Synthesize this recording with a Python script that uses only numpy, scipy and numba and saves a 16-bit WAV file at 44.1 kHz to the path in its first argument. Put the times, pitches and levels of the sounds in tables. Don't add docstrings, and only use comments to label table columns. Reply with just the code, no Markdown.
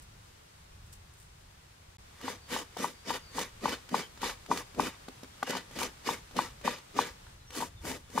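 import sys
import numpy as np
from scipy import signal
from scipy.fft import rfft, irfft
from scipy.io import wavfile
from scipy.ndimage import uniform_filter1d
from numba import njit

SR = 44100
rng = np.random.default_rng(int(sys.argv[2]) if len(sys.argv) > 2 else 0)


def generate_wav(sig):
    pcm = np.round(np.clip(np.atleast_2d(sig).T, -1, 1) * 32767).astype(np.int16)
    wavfile.write(sys.argv[1], SR, pcm)


def elevation(decibels):
    levels = np.asarray(decibels, float)
    return 10 ** (levels / 20)


N = 361619
T = np.arange(N) / SR


def level(x, db):
    return x * elevation(db) / np.sqrt(np.mean(x ** 2))


def over_hz(table):
    hz, value = np.transpose(table)
    bins_hz = np.arange(N // 2 + 1) * SR / N
    return np.interp(np.log(bins_hz + 1), np.log(hz), value)


def colour(x, table):
    return irfft(rfft(x) * elevation(over_hz(table)), N)


def filtered(x, order, hz, kind):
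    return signal.sosfilt(signal.butter(order, hz, kind, fs=SR, output="sos"), x)


@njit
def ring(x, pole):
    y, z = np.empty(len(x)), 0j
    for i in range(len(x)):
        z = z * pole + x[i]
        y[i] = z.imag
    return y


def body(x, modes):
    out = np.zeros(N)
    for hz, db, t60 in modes:
        pole = np.exp((2j * np.pi * hz - np.log(1000) / t60) / SR)
        out += elevation(db) * ring(x + 1e-18, pole)
    return out


def walk(rate):
    k = int(SR / rate)
    held = np.repeat(rng.standard_normal(N // k + 1), k)
    return 0.96 * uniform_filter1d(held, k)[:N]


def blows(times, db, contact_s):
    x = np.zeros(N)
    x[np.minimum((np.asarray(times) * SR).astype(int), N - 1)] = elevation(db)
    push = np.hanning(int(contact_s * SR) + 3)
    return np.convolve(x, push / push.sum())[:N]


def snaps(per_s, spread_db):
    broken = rng.random(N) < per_s / SR
    strength = rng.standard_normal(N) * elevation(spread_db * rng.exponential(size=N))
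    return level(broken * strength, 0)


def ports(a, b, like, pan, lead=0):
    c = np.clip(over_hz(like), -1, 1)
    common = np.sqrt((1 + c) / 2) * rfft(a)
    other = np.sqrt((1 - c) / 2) * rfft(b)
    tilt = elevation(over_hz(pan) / 2) * np.exp(.5j * lead)
    return np.array([irfft((common + other) * tilt, N), irfft((common - other) / tilt, N)])


# t/s, level/dB, swell/s, fade/s
RUSTLE = [
    (0.025, -55, 0.0043, 0.0099),
    (.25, -68, .06, .06),
    (.6, -66, .06, .02),
    (.864, -68, .02, .03),
    (.93, -51, .004, 0.019),
    (1.136, -64, .005, .015),
    (1.21, -59.5, .03, 0.045),
    (1.41, -72, .05, .02),
]


def rustling():
    out = np.zeros(N)
    for s, db, swell, fade in RUSTLE:
        out += elevation(db) * np.exp((T - s).clip(None, 0) / swell - (T - s).clip(0) / fade)
    return out


# f/Hz, level/dB per Hz
GARDEN = [(12, -24), (20, -3.5), (53, 1), (88, 2), (158, -6.5), (241, -19), (270, -20), (923, -17.5),
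          (1120, -19), (2140, -22), (2820, -23.5), (3530, -23.5), (8410, -29), (16000, -41)]
# t/s, leaf hiss level/dB, traffic hum level/dB
AIR = [
    (0, -65.5, -55),
    (1.2, -66.5, -54.5),
    (1.97, -66.5, -56.5),
    (2.0, -64.5, -54.5),
    (3.8, -62.5, -50.5),
    (5.4, -62, -53),
    (7.3, -63, -53.5),
    (7.4, -67, -51.5),
    (8.2, -66, -49.5),
]
# f/Hz, likeness
FAR_LIKE = [(60, 0.98), (130, 1), (290, 0.74), (640, -0.67), (1410, 0.00036), (3100, -0.012), (6820, -0.2),
            (15000, 0.27)]
# f/Hz, left minus right level/dB
FAR_PAN = [(300, 0), (700, 1.5), (1290, -.5), (2380, 0), (4400, 2), (8120, 3.5), (15000, -2)]


def garden():
    s, hiss_db, hum_db = np.transpose(AIR)
    rustle = rustling()
    pair = []
    for _ in range(2):
        air = colour(rng.standard_normal(N), GARDEN)
        hum = level(filtered(air, 3, 220, "low"), 0)
        hum = hum * elevation(np.interp(T, s, hum_db) - 4.5 + 3.5 * walk(3.89))
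        hiss = level(filtered(air, 3, 220, "high"), 0)
        hiss = hiss * elevation(np.interp(T, s, hiss_db) + 7.5 + 0.42 * walk(20))
        blades = colour(snaps(3000, 1.9), [(2000, -2), (5000, 1), (8500, 8), (12000, -1), (15500, -4)])
        pair.append(hum + hiss + rustle * level(blades, 1.0))
    return ports(*pair, FAR_LIKE, FAR_PAN)


# bite t/s, rise/s, push/s, tearing level/dB, spray of shreds relative level/dB
STROKES = [(2.261, .091, 0.059, -41, -7), (2.532, .056, 0.063, -39, -6), (2.826, 0.085, 0.053, -40, -6),
           (3.093, 0.053, 0.066, -40, -6.5), (3.378, 0.063, 0.052, -39, -6),
           (3.651, 0.048, 0.087, -40, -6.5), (3.95, 0.051, 0.057, -38.5, -6), (4.24, 0.044, 0.06, -38, -8),
           (4.517, 0.037, 0.081, -41, -7), (4.797, 0.036, 0.087, -40, -7.5), (5.505, 0.11, .065, -40, -8),
           (5.811, 0.086, 0.034, -37.5, -6.5), (6.073, 0.038, 0.074, -39.5, -6.5),
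           (6.375, .047, 0.069, -40, -6.5), (6.658, 0.029, 0.083, -38.5, -8),
           (6.978, 0.043, 0.092, -39.5, -8), (7.565, 0.069, 0.085, -43.5, -3),
           (7.859, 0.048, 0.086, -43, -2), (8.181, .081, .1, -42, -3.5)]
# t/s, level/dB, fade/dB per s
GROANS = [(2.24, -43, 30), (2.522, -41, 62), (2.8, -39.5, 58), (3.08, -39, 100), (3.36, -37, 100),
          (3.64, -34, 152), (3.931, -30.5, 200), (4.228, -42.5, 92), (4.503, -30.5, 220),
          (4.786, -29.5, 207), (5.49, -38, 30), (5.765, -42, 32), (6.079, -36.5, 120), (6.361, -34.5, 148),
          (6.651, -36, 150), (6.964, -33, 150), (7.565, -41.5, 50), (7.843, -41.5, 36), (8.158, -36.5, 30)]


def strokes():
    bite, rise, push, db, spray_db = np.transpose(STROKES)[:, :, None]
    load_s, load_db, fade = np.transpose(GROANS)[:, :, None]
    coarse = T[::32]
    t, loaded = coarse - bite, coarse - load_s
    lifted = (t - push).clip(0)
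    rise_db, sag_db_per_s, lift_db_per_s = 25, 37, 328
    tear_db = db + 2 + rise_db * t.clip(None, 0) / rise
    tear = elevation(tear_db - sag_db_per_s * t.clip(0, push) - lift_db_per_s * lifted)
    onset_db_per_s, release_db_per_s = 950, 260
    load_db = load_db + onset_db_per_s * loaded.clip(None, 0) - fade * loaded.clip(0)
    load = elevation(load_db - release_db_per_s * lifted)
    groan = np.hypot(load, elevation(-14.5) * tear)
    return [np.interp(T, coarse, v.sum(axis=0)) for v in (tear, groan, tear * elevation(spray_db))]


# f/Hz, level/dB per Hz
TEAR = [(290, -35), (500, -4), (621, -23.5), (1190, -10.5), (1740, -10), (1930, -10), (2160, -10.5),
        (2390, -9), (4940, -10.5), (10800, -20.5), (16000, -26.5)]
# f/Hz, bandwidth/Hz, level/dB
BLADE = [(940, 90, 0), (1200, 70, -2), (1960, 100, -2), (2350, 150, -4), (3010, 120, -5), (3620, 180, -4),
         (4750, 220, -7), (5200, 150, -10), (6200, 250, -11)]
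# f/Hz, level/dB, t60/s
STOOL = [(262, 0, .065), (200, -10, .06), (325, -4, .05), (405, -3, .055), (490, -2, .045), (585, -5, .04),
         (690, -9, .035)]
# f/Hz, level/dB, t60/s
TEETH = [(9260, -5, 0.016), (11320, 1, 0.0049), (12600, 8, 0.0024)]


def tearing(tear, groan, spray, judder, grips, patch_hz):
    force = snaps(11000, 0.69) * judder
    flesh = colour(force, TEAR)
    shell, blade, stool, teeth = np.zeros((4, N))
    for hz, g in zip(patch_hz, grips):
        shell += g * body(flesh, [(hz, 10 * np.log10(hz), 45 / (hz + 900))])
    for (hz, width, db), g in zip(BLADE, grips[::3]):
        blade += g ** .7 * body(force, [(hz, db + 10 * np.log10(width), 2.2 / width)])
    for mode, g in zip(STOOL, grips[1::3]):
        stool += g ** .5 * body(force, [mode])
    shreds = filtered(flesh, 4, 6800, "high")
    for mode, g in zip(TEETH, grips[2::3]):
        teeth += g ** 0.59 * body(shreds, [mode])
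    rasp = level(shell, -1.5) + level(flesh - shreds, -13) + level(blade, -5)
    hiss = level(shreds * grips[5] ** .3, -1) + level(teeth, -13)
    return tear * level(rasp, 1.0) + groan * level(stool, 0.17) + spray * level(hiss, 0.054)


# t/s, crack level/dB, ring relative level/dB, ring f/Hz, thud relative level/dB
TAPS = [(2.7678, -37.5, 14, 730, -12), (3.69, -32, -13, 950, -7), (3.8886, -41, 0, 1480, 0),
        (4.1733, -48, 4, 1360, 8), (4.4598, -44.5, 4, 1320, -6), (4.745, -48, 2, 1300, 13),
        (5.0824, -41.5, 7, 1180, 16.5), (5.2312, -42, -10, 790, 14.5), (5.2432, -52, 8, 1510, 2),
        (5.4273, -33.5, 19.5, 1190, 11), (5.7094, -47, 6, 930, 12), (6.309, -49.5, 4, 1200, 10),
        (6.364, -32, 2, 885, -8), (6.611, -48, 3, 1100, 6), (6.9646, -40, -14, 953, 7),
        (7.8504, -42, 11, 1180, 9), (7.9125, -34.5, 1, 910, 10), (8.099, -48, -18.5, 880, 12)]
# t/s, crack level/dB, shell ring relative level/dB, ring f/Hz
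CATCHES = [(2.211, -43, 2, 1330), (2.5016, -41.5, 6, 750), (2.5314, -49, 7, 1190), (3.389, -32, 5, 960),
           (4.215, -34, -5, 900), (4.2952, -35, 5, 1460), (4.572, -31, 1, 1210), (4.8683, -41, 12, 1400),
           (5.476, -41.5, 14, 790), (5.504, -29, 1, 1180), (5.5672, -32.5, 7, 1210), (5.787, -30, 3, 1220),
           (5.829, -26.5, -19, 1170), (7.266, -61.5, 19, 1430), (7.5032, -42, -4, 1190),
           (7.549, -42, 4, 1180), (7.6096, -35, 6, 910)]
# multiple of ring f, level/dB, t60/s
SHELL = [(1, 0, .02), (1.22, -2, .018), (.68, -2, .022), (1.6, -8, .012)]


def taps(noise):
    catch_thud_db = 0
    events = [*TAPS, *[(*row, catch_thud_db) for row in CATCHES]]
    s, db, ring_db, ring_hz, thud_db = np.transpose(events)
    crack_decay_s = 0.0042
    fade = signal.lfilter([1], [1, -np.exp(-1 / (crack_decay_s * SR))], blows(s, db + 0.5, 0.0043))
    thud_modes = [(hz, d, 1.6 * t60) for hz, d, t60 in STOOL if hz > 220]
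    wood = body(blows(s, db + thud_db - 14.5, .0016), thud_modes)
    t = T[:3000]
    for start, peak_db, hz in zip((s * SR).astype(int), db + ring_db - 2.0, ring_hz):
        shell = sum(elevation(peak_db + d - 60 * t / t60) * np.sin(2 * np.pi * k * hz * t) for k, d, t60 in SHELL)
        wood[start:start + 3000] += (shell * (1 - np.exp(-t / 0.00093)))[:N - start]
    return fade * noise, wood


# t/s, peak level/dB, upper mode relative level/dB
KNOCKS = [(2.28, -17, -11), (2.563, -17, -13), (2.843, -11.5, -7.5), (3.104, -14.5, -21),
          (3.383, -14.5, -17), (3.656, -9, -9), (3.68, -18, -24), (3.943, -7.5, -10), (4.231, -15.5, -10.5),
          (4.514, -6.5, -10), (4.796, -6.5, -11), (5.532, -22, -7), (5.551, -20, -10), (5.816, -18.5, -21),
          (6.089, -11.5, -13), (6.389, -7, -7.5), (6.677, -8, -11), (6.989, -4.5, -9.5),
          (7.605, -22.5, -25), (7.623, -17.5, -26), (8.177, -8.5, -11)]
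# f/Hz, level/dB, t60/s
ARM = [(1190, -4, 0.025), (870, -12, 0.014), (2430, -6, 0.089), (1502, -15.5, 0.051), (1970, -11.5, 0.053)]


def knocks():
    s, db, upper_db = np.transpose(KNOCKS)
    chance = rng.standard_normal((8, len(s)))
    arm_hz, arm_t60_s, rebound_s = 965, .055, .0068
    struck = blows(s, db - 4.0, 0.00068)
    caught = blows(s + 3 / arm_hz, db - 6.5 + chance[5], .0006)
    rebound = blows(s + rebound_s + .001 * chance[6], db - 17 + 2.8 * chance[7], 0.00074)
    arm = body(struck - caught + rebound, [(arm_hz, 0, arm_t60_s)])
    side = np.zeros(N)
    for k, (mode, c) in enumerate(zip(ARM, chance)):
        side += body(blows(s, db + upper_db + k * .6 * c, 0.00059), [mode])
    return arm - side + body(blows(s, db - 32.5, 0.00047), STOOL)


# f/Hz, likeness
NEAR_LIKE = [(100, 1.0), (200, .97), (350, .9), (640, .93), (1200, .93), (2200, .62), (3500, .5),
             (6800, .25), (15000, .05)]
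# f/Hz, left minus right level/dB
NEAR_PAN = [(100, 0), (250, -.5), (400, 1), (700, 8.5), (1290, 1), (2380, 0), (4400, -1), (8120, 3),
            (11000, -5), (13000, -11), (15000, -9)]
# f/Hz, left lead/rad
NEAR_LEAD = [(60, 0), (250, 0.5), (600, 0.66), (1200, 0.42), (3270, 0.33), (8790, -2), (11000, 1.5)]


def grating():
    tear, groan, spray = strokes()
    judder = elevation(1.2 * walk(120) + 2 * walk(35))
    grips = [elevation(4.5 * walk(9) + 4.5 * walk(55)) for _ in range(34)]
    patch_hz = 650 * 2 ** ((np.arange(34) + .6 * rng.random(34)) / 10)
    a, b = [tearing(tear, groan, spray, judder, grips, patch_hz) for _ in range(2)]
    crack_a, wood = taps(level(colour(rng.standard_normal(N), TEAR), 0))
    crack_b, _ = taps(level(colour(rng.standard_normal(N), TEAR), 0))
    wood = wood + knocks()
    ground = 0.13 * np.roll(wood, 130)
    pair = ports(a + crack_a + wood, b + crack_b + ground, NEAR_LIKE, NEAR_PAN, over_hz(NEAR_LEAD))
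    pair = pair * elevation(np.outer([.5, -.5], 1 * (T > 7.36)))
    return filtered(pair, 3, 180, "high")


# start t/s, length/s, start f/Hz, end f/Hz, level/dB
BIRDS = [(2.4, .1, 4600, 4470, -59), (2.66, .1, 4600, 4500, -69), (2.933, .11, 4700, 4550, -63),
         (3.194, 0.17, 4750, 4450, -56), (4.014, .06, 3070, 3150, -48), (5.322, .033, 3400, 3330, -61),
         (7.38, .09, 4100, 3920, -65), (7.47, .035, 5800, 5720, -55), (7.507, .04, 5630, 5680, -55),
         (7.76, 0.062, 3600, 3520, -58), (8.02, .089, 3620, 3520, -68)]


def birds():
    out, waver_hz = np.zeros(N), 89.2 * walk(300)
    for start, length, hz0, hz1, db in BIRDS:
        u = np.clip((T - start) / length, 0, 1)
        swell = np.sqrt(np.sin(np.pi * u).clip(0))
        phase = 2 * np.pi * np.cumsum(hz0 + (hz1 - hz0) * u + waver_hz) / SR
        out += elevation(db) * swell * np.sin(phase)
    return np.array([out, 0.67 * np.roll(out, 3)])


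def scene():
    return garden() + grating() + birds()


def roll_off(x):
    return signal.sosfilt(signal.butter(12, 16290, fs=SR, output="sos"), x)


SPLICE_S = (1.9695, 1.9838)


def record(dry):
    dull = signal.sosfilt(signal.ellip(10, .2, 80, 15600, fs=SR, output="sos"), dry)
    heard = (T < SPLICE_S[0]) | (T > SPLICE_S[1])
    return roll_off(dull * heard)


dry = scene()
out = record(dry)
generate_wav(out)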